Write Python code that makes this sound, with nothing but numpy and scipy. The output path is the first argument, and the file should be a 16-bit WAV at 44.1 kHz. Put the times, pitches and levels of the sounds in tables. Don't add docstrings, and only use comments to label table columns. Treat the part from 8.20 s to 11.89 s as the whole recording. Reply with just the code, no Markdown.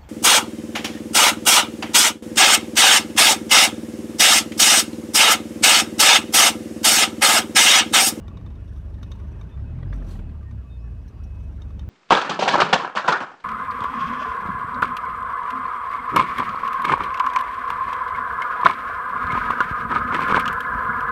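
import sys
import numpy as np
from scipy import signal
from scipy.fft import rfft, irfft, next_fast_len
from scipy.io import wavfile
from scipy.ndimage import uniform_filter1d, map_coordinates

SR = 44100
rng = np.random.default_rng(int(sys.argv[2]) if len(sys.argv) > 2 else 0)


def store_pcm(level_fs):
    pcm = np.round(np.clip(level_fs, -1, 1) * 32767).astype(np.int16)
    wavfile.write(sys.argv[1], SR, np.atleast_2d(pcm).T)


def voltage_ratio(decibels):
    exponent = np.asarray(decibels, float) / 20
    return 10 ** exponent


N = 162729

# [t/s, firing rate/Hz, exhaust level/dB, bark on upper orders/dB]
ENGINE = [(0, 22.1, -1, -3), (.1, 22.2, -1, -4), (.48, 23.5, 0, 0), (1.1, 23.8, -1, 0), (1.26, 29.3, -2, 0),
          (1.4, 33.6, 0, 4), (1.54, 39.9, -1, 8), (1.66, 44.7, -1, 8), (1.76, 47.4, 2.5, -1),
          (1.89, 42.7, 0, -6), (2, 39.8, 2, -4), (2.15, 36.4, -1, 0), (2.32, 33.5, -3, 6),
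          (2.48, 31, -6, 3), (2.66, 28.5, 2, -3), (2.92, 24.7, -5, 2), (3.1, 23.6, 1, 0),
          (3.69, 23.3, -1, 2)]
# [t/s, level/dB]
LOAD = [(0, -44), (.2, -43), (.55, -46.5), (1.15, -42), (1.35, -43.5), (1.6, -41.5), (1.77, -39),
        (1.95, -40.5), (2.2, -47), (2.6, -49), (3, -46.5), (3.69, -45.5)]
# [t/s, level of upper orders/dB, width/s]
STUMBLES = [(.08, 0.5, 0.075), (1.317, -14.5, 0.019), (1.39, 3.5, 0.046), (1.47, -5, 0.017),
            (1.86, -11, .04), (1.95, 1.5, 0.023), (2.03, -16, 0.016), (2.12, 4, 0.035), (2.22, -4, 0.018),
            (2.399, 6.5, 0.015), (2.47, -5, 0.021), (2.68, 1.5, 0.048), (2.92, -11.5, 0.031),
            (3, 2.5, 0.016)]
ORDER_DB = [-28.5, -39, -40, -40, -49, -50]
ORDER_LAG = [0, .1, .45, .3, .9, .6]
BARK_SHARE = [0, .4, 1.2, .2, .5, .5]
# [f/Hz, level/dB]
PIPE = [(23, -38), (34, -16), (47, 0), (57, 5), (70, 4), (94, -1), (140, -7), (200, -11)]
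# [f/Hz, level per Hz/dB]
ROAR = [(18, -26.5), (30, -22), (54, -11.5), (78, -2), (199, -9), (509, -26.5), (668, -27), (748, -42.5),
        (900, -48.5), (1170, -85), (1980, -120)]
# [f/Hz, level per Hz/dB]
BLOCK = [(290, 1.5), (500, -7.5), (648, -6), (1130, -7.5), (1240, -10), (2690, -17), (2850, -17),
         (5760, -34), (15500, -45.5)]
# [f/Hz, width/Hz, level/dB]
PANELS = [(1264, 110, -22), (1606, 25, -7)]
# [f/Hz, width/Hz, level/dB]
BUZZ = [(3500, 700, -2), (5800, 900, 0), (8100, 600, -11), (9500, 800, -10), (11600, 1000, -9)]
# [t/s, level/dB]
SHAKE = [(0, -23), (.42, -4), (.55, 5.5), (.68, 0), (1.05, 2), (1.17, 3), (1.28, -3), (1.36, -18),
         (1.71, -16), (1.74, 11.5), (1.78, 7), (1.805, -4), (1.87, 8), (1.92, 3), (2.1, -16), (3.05, -3.5),
         (3.2, 2), (3.69, -7)]
# [t/s, level/dB]
SPIT = [
    (1.8, -86),
    (1.85, -75),
    (1.875, -70),
    (1.893, -65),
    (1.903, -68),
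    (1.912, -63.5),
    (1.94, -66.5),
    (1.965, -68.5),
    (2.0, -78),
]
# [f/Hz, level per Hz/dB]
SPRAY = [(1470, -26), (2500, -7), (3200, -7), (4240, -6), (5170, -12.5), (6070, -11), (11500, -17),
         (15500, -21)]
# [t/s, peak level/dB, f/Hz]
SPLATS = [
    (1.865, -58, 5750),
    (1.887, -52, 5960),
    (1.9062, -48.5, 4225),
    (1.96, -53, 2950),
]
# [t/s, peak level/dB, level of the hatch/dB]
KNOCKS = [(0.0813, -38, 7), (0.1158, -45, 25), (0.172, -38, 2.5), (0.212, -46.5, 14.5), (0.2629, -40.5, 7),
          (0.3036, -51, -1), (0.3546, -55, -5.5), (0.4784, -54.5, 1), (0.562, -47.5, 8), (0.7425, -52, -19),
          (0.8307, -36, -4), (0.9171, -37, 0), (0.958, -53, -3), (1, -43, 6.5), (1.2127, -39, 7.5),
          (1.292, -58, -8), (1.3754, -44.5, 15), (1.5879, -44.5, 13), (2.2291, -50, 10), (2.311, -45, 7),
          (3.2057, -54.5, -6), (3.4193, -40, -1), (3.506, -45, 7), (3.5938, -39, -1), (3.6854, -66, -13)]
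# [f/Hz, level/dB, 60 dB decay/s]
FITTING = [(3670, 3, .016), (4400, -8, .008), (5300, -8, .008), (6020, -6, .012), (3100, -5, .008),
           (11600, -20, .012)]
# [f/Hz, level/dB, 60 dB decay/s]
HATCH = [(1150, 2, .022), (1860, -8, .014), (2300, -7, .012), (1450, -6, .012)]
# [t/s, peak level/dB, f/Hz]
TAPS = [
    (1.6288, -39, 1890),
    (1.7267, -34, 1994),
    (1.9907, -42, 1470),
    (2.0935, -48, 2000),
]
# [share of its pitch, level/dB, 60 dB decay/s]
TAP = [(1, 0, .018), (.31, -2, .022), (.6, -2, .014), (1.75, -6, .01), (2.1, -11, .01), (.83, -4, .012)]
# [t/s, peak level/dB]
CLINKS = [
    (2.878, -55.5),
    (3.0347, -51.5),
]
# [f/Hz, level/dB, 60 dB decay/s]
SHACKLE = [(5650, 0, .05), (5900, -2, .06), (6250, -8, .06), (4130, -7, .04), (8600, -12, .05),
           (11700, -11, .03)]
# [start t/s, length/s, which whine, level/dB]
WHINES = [(.06, .14, 0, -76), (0.257, 0.06, 0, -76), (.38, 0.091, 0, -74), (.6, 0.23, 0, -87),
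          (0.822, 0.12, 0, -70), (.95, 0.1, 0, -78), (1.11, 0.1, 0, -75), (1.278, 0.074, 0, -72),
          (1.442, .1, 0, -70.5), (1.667, 0.18, 0, -75), (1.97, 0.15, 0, -71.5), (2.12, 0.47, 0, -81.5),
          (2.46, .26, 0, -71), (2.74, .2, 0, -80), (2.95, .2, 0, -72), (3.1, .21, 0, -71),
          (3.45, .24, 0, -77), (0, 0.068, 1, -75), (0.134, 0.054, 1, -73), (0.383, .12, 1, -82),
          (0.547, .15, 1, -91), (.73, 0.29, 1, -79), (.95, .22, 1, -92)]
WHINE_HZ = [2566, 2867]
# [start t/s, length/s, f/Hz, level/dB]
HUMS = [(2.13, .05, 1195, -64), (2.215, .035, 1185, -62), (2.42, .08, 1155, -63), (2.61, .08, 1130, -65),
        (2.7, .06, 1170, -68), (2.95, .05, 1120, -68), (2.38, .03, 1370, -65), (2.37, .05, 1690, -69),
        (1.87, .13, 1560, -69), (1.08, .12, 1590, -70), (.015, .03, 1150, -62), (3.04, .03, 760, -62)]
# [start t/s, length/s, f/Hz, glide/Hz, level/dB]
PEEPS = [
    (1.306, 0.059, 3580, -20, -66.5),
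    (1.39, 0.037, 5100, 303, -80),
    (1.67, 0.06, 4950, -23, -75.5),
    (2.245, 0.078, 1850, 0, -61),
    (2.495, 0.086, 3660, -60, -67),
    (2.562, .03, 4320, 21, -81),
    (2.586, 0.037, 5020, 109, -74.5),
    (2.6, 0.098, 5500, -42, -80.5),
    (2.635, 0.054, 1790, -75, -67),
    (2.9, 0.13, 4830, -130, -80),
]

BLOCK_PATCHY_DB, DULL_HZ = 1.2, 5300


def unit(x):
    return x / np.sqrt(np.mean(x ** 2) + 1e-20)


def along(points, hz):
    f, v = np.transpose(points)
    return np.interp(np.log(hz + 1), np.log(f + 1), v)


def peaks(resonances, f):
    return sum(voltage_ratio(db) / (1 + (2 * (f - centre) / width) ** 2) for centre, width, db in resonances)


def curves(rows):
    s, *columns = np.transpose(rows)
    return [np.interp(np.arange(N) / SR, s, c) for c in columns]


def wobble(rate):
    knots = rng.standard_normal(int(N * 40 / SR) + 4)
    return map_coordinates(knots, [np.arange(N) * rate / SR])


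def rush(gain, patchy_db):
    z = signal.stft(rng.standard_normal(N + 512), nperseg=512)[2]
    patches = uniform_filter1d(rng.standard_normal(z.shape), size=5, axis=0)
    patches = uniform_filter1d(patches, size=10, axis=1)
    x = signal.istft(z * voltage_ratio(patchy_db * unit(patches)), nperseg=512)[1][:N]
    m = next_fast_len(N + 8192)
    return unit(irfft(rfft(x, m) * gain(np.fft.rfftfreq(m, 1 / SR)), m)[:N])


def add(track, s, sound):
    track[round(s * SR):][:len(sound)] += sound


def firing_pulse(turns, sharp):
    return unit(np.exp(sharp * np.cos(2 * np.pi * (turns - .15))))


def exhaust(turns, rate, open_db, bark_db):
    rough = 1 + .18 * np.minimum(np.abs(rate - rate[-1]), 10)

    def tone(k, db, lag):
        level_db = db + open_db + along(PIPE, k * rate) + 1.2 * np.sqrt(rough) * wobble(14)
        drift = .017 * np.sqrt(k) * rough * wobble(13)
        return np.sqrt(2) * voltage_ratio(level_db) * np.cos(2 * np.pi * (k * turns - lag + drift))

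    t = np.arange(N) / SR
    stumble_db = sum(db * np.exp(-((t - s) / width) ** 2) for s, db, width in STUMBLES)
    out = np.zeros(N)
    for k, (db, lag, share) in enumerate(zip(ORDER_DB, ORDER_LAG, BARK_SHARE)):
        out += tone(k + 1, db + share * bark_db + (k > 0) * stumble_db, lag)
    for k in range(2, 7):
        out += tone(k + .5, -51, rng.random())
    return out


def hull_roar(beat, load_db):
    level = voltage_ratio(load_db + 4 + 0.95 * wobble(8.89))
    colour = [(13, -47)] + ROAR + [(2000, -88)]
    return level * (1 + 0.3 * beat) * rush(lambda f: voltage_ratio(along(colour, f)), patchy_db=1.22)


def block_clatter(beat, load_db):
    def colour(f):
        panels = 1 + voltage_ratio(8.5) * peaks(PANELS, f)
        return voltage_ratio(along([(250, -3.0)] + BLOCK, f)) * panels / np.hypot(1, (f / DULL_HZ) ** 2)

    level = voltage_ratio(-58 + 0.81 * (load_db - load_db.mean()) + 0.23 * wobble(2.0))
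    return level * (1 + 0.16 * beat) * rush(colour, BLOCK_PATCHY_DB)


def loose_buzz(turns):
    shake_db, = curves(SHAKE)
    level = voltage_ratio(-77 + shake_db + 1.5 * wobble(25))
    return level * firing_pulse(turns, .5) * rush(lambda f: peaks(BUZZ, f), patchy_db=3)


def engine():
    rate, open_db, bark_db = curves(ENGINE)
    load_db, = curves(LOAD)
    turns = np.cumsum(rate) / SR
    beat = firing_pulse(turns, 0.47) - 1
    body = hull_roar(beat, load_db) + block_clatter(beat, load_db)
    return exhaust(turns, rate, open_db, bark_db) + body + loose_buzz(turns)


def gurgle():
    out, t = np.zeros(N + SR), np.arange(SR // 40) / SR
    for when, a, b in rng.random((500, 3)):
        hz = 1210.6 * np.exp(0.235 * 4 * (a - .5))
        u = t * hz / 10
        bubble = u * np.exp(1 - u * 2) * np.sin(2 * np.pi * hz * t)
        add(out, when * N / SR, voltage_ratio(-61.5 + 10 * b) * bubble)
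    load_db, = curves(LOAD)
    return out[:N] * voltage_ratio(load_db - load_db.mean())


def water():
    flow_db, = curves([(1.72, -110)] + SPIT + [(2.06, -100)])
    colour = [(1200, -21)] + SPRAY
    level = voltage_ratio(flow_db + 6 + 1.4 * wobble(35))
    return level * rush(lambda f: voltage_ratio(along(colour, f)), patchy_db=1.2)


def ring(modes, t, pitch=1):
    out = np.zeros(len(t))
    for hz, db, t60 in modes:
        a, b = rng.standard_normal(2)
        fade = voltage_ratio(db + 2 * a - 60 * t / t60)
        out += fade * np.sin(2 * np.pi * hz * pitch * (1 + 0.0077 * b) * t)
    return out


def strike(body, t, chatter_s, tail_db, tail_s, crack_db, soft=1):
    burst = (t / chatter_s) ** 2 * np.exp(1 - t / chatter_s) / 2
    tail = voltage_ratio(tail_db) * (1 - np.exp(-t / chatter_s)) ** 2 * np.exp(-t / tail_s)
    push = uniform_filter1d(rng.standard_normal(len(t)) * (burst + tail), size=soft)
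    crack = voltage_ratio(crack_db) * np.exp(-t / .00011)
    sound = signal.fftconvolve(push, body + crack)[:len(t)]
    return sound / np.abs(sound).max()


def knocks():
    out, t = np.zeros(N + SR), np.arange(SR // 8) / SR
    lead = .0022
    for s, db, low_db in KNOCKS:
        body = ring(FITTING, t) + voltage_ratio(low_db) * ring(HATCH, t)
        add(out, s - lead, voltage_ratio(db) * strike(body, t, 0.0013, -9, 0.014, 5))
    for s, db, hz in TAPS:
        add(out, s - lead, voltage_ratio(db + 2) * strike(ring(TAP, t, hz), t, .002, -10, .018, -14, soft=6))
    for s, db, hz in SPLATS:
        add(out, s - lead, voltage_ratio(db) * strike(ring(TAP[:1], t, hz), t, .002, -10, .008, -6))
    for s, db in CLINKS:
        add(out, s - lead, voltage_ratio(db + 2) * strike(ring(SHACKLE, t), t, .003, -9, .015, 17))
    return out[:N]


def pump():
    t, swell = np.arange(N) / SR, np.full((2, N + SR), voltage_ratio(-83))
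    for s, length, which, db in WHINES:
        add(swell[round(which)], s, voltage_ratio(db) * np.hanning(round(length * SR)) ** 0.31)
    out = np.zeros(N)
    for hz, gain in zip(WHINE_HZ, swell):
        level = gain[:N] * voltage_ratio(2 * wobble(30.15))
        out += level * np.sin(2 * np.pi * (hz * t + 0.11 * wobble(17)))
    return np.sqrt(2) * out


def peeps_and_hums():
    out = np.zeros(N + SR)
    hums = [(s, length, hz, 0, db) for s, length, hz, db in HUMS]
    for s, length, hz, glide, db in list(PEEPS) + hums:
        u = np.arange(round(length * SR)) / SR
        waver = voltage_ratio(1.5 * np.interp(u, np.linspace(0, length, 6), rng.standard_normal(6)))
        shape = np.sin(np.pi * u / length) ** 0.5
        tone = np.sin(2 * np.pi * (hz * u + glide * u ** 2 / (2 * length)))
        add(out, s, np.sqrt(2) * voltage_ratio(db) * waver * shape * tone)
    return out[:N]


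def harbour_hiss():
    return voltage_ratio(-74.5) * rush(lambda f: voltage_ratio(along(BLOCK, np.maximum(f, DULL_HZ))), BLOCK_PATCHY_DB / 2)


def scene():
    boat = engine() + gurgle() + water() + knocks()
    return (boat + pump() + peeps_and_hums() + harbour_hiss())[None]


def top_cut(x):
    return signal.sosfilt(signal.butter(12, 15680, fs=SR, output="sos"), x)


def record(dry):
    m = next_fast_len(N + 8192)
    keep = np.fft.rfftfreq(m, 1 / SR) < 15750
    mix = irfft(rfft(dry, m) * keep, m)[:, :N]
    return top_cut(mix)


dry = scene()
out = record(dry)
store_pcm(out)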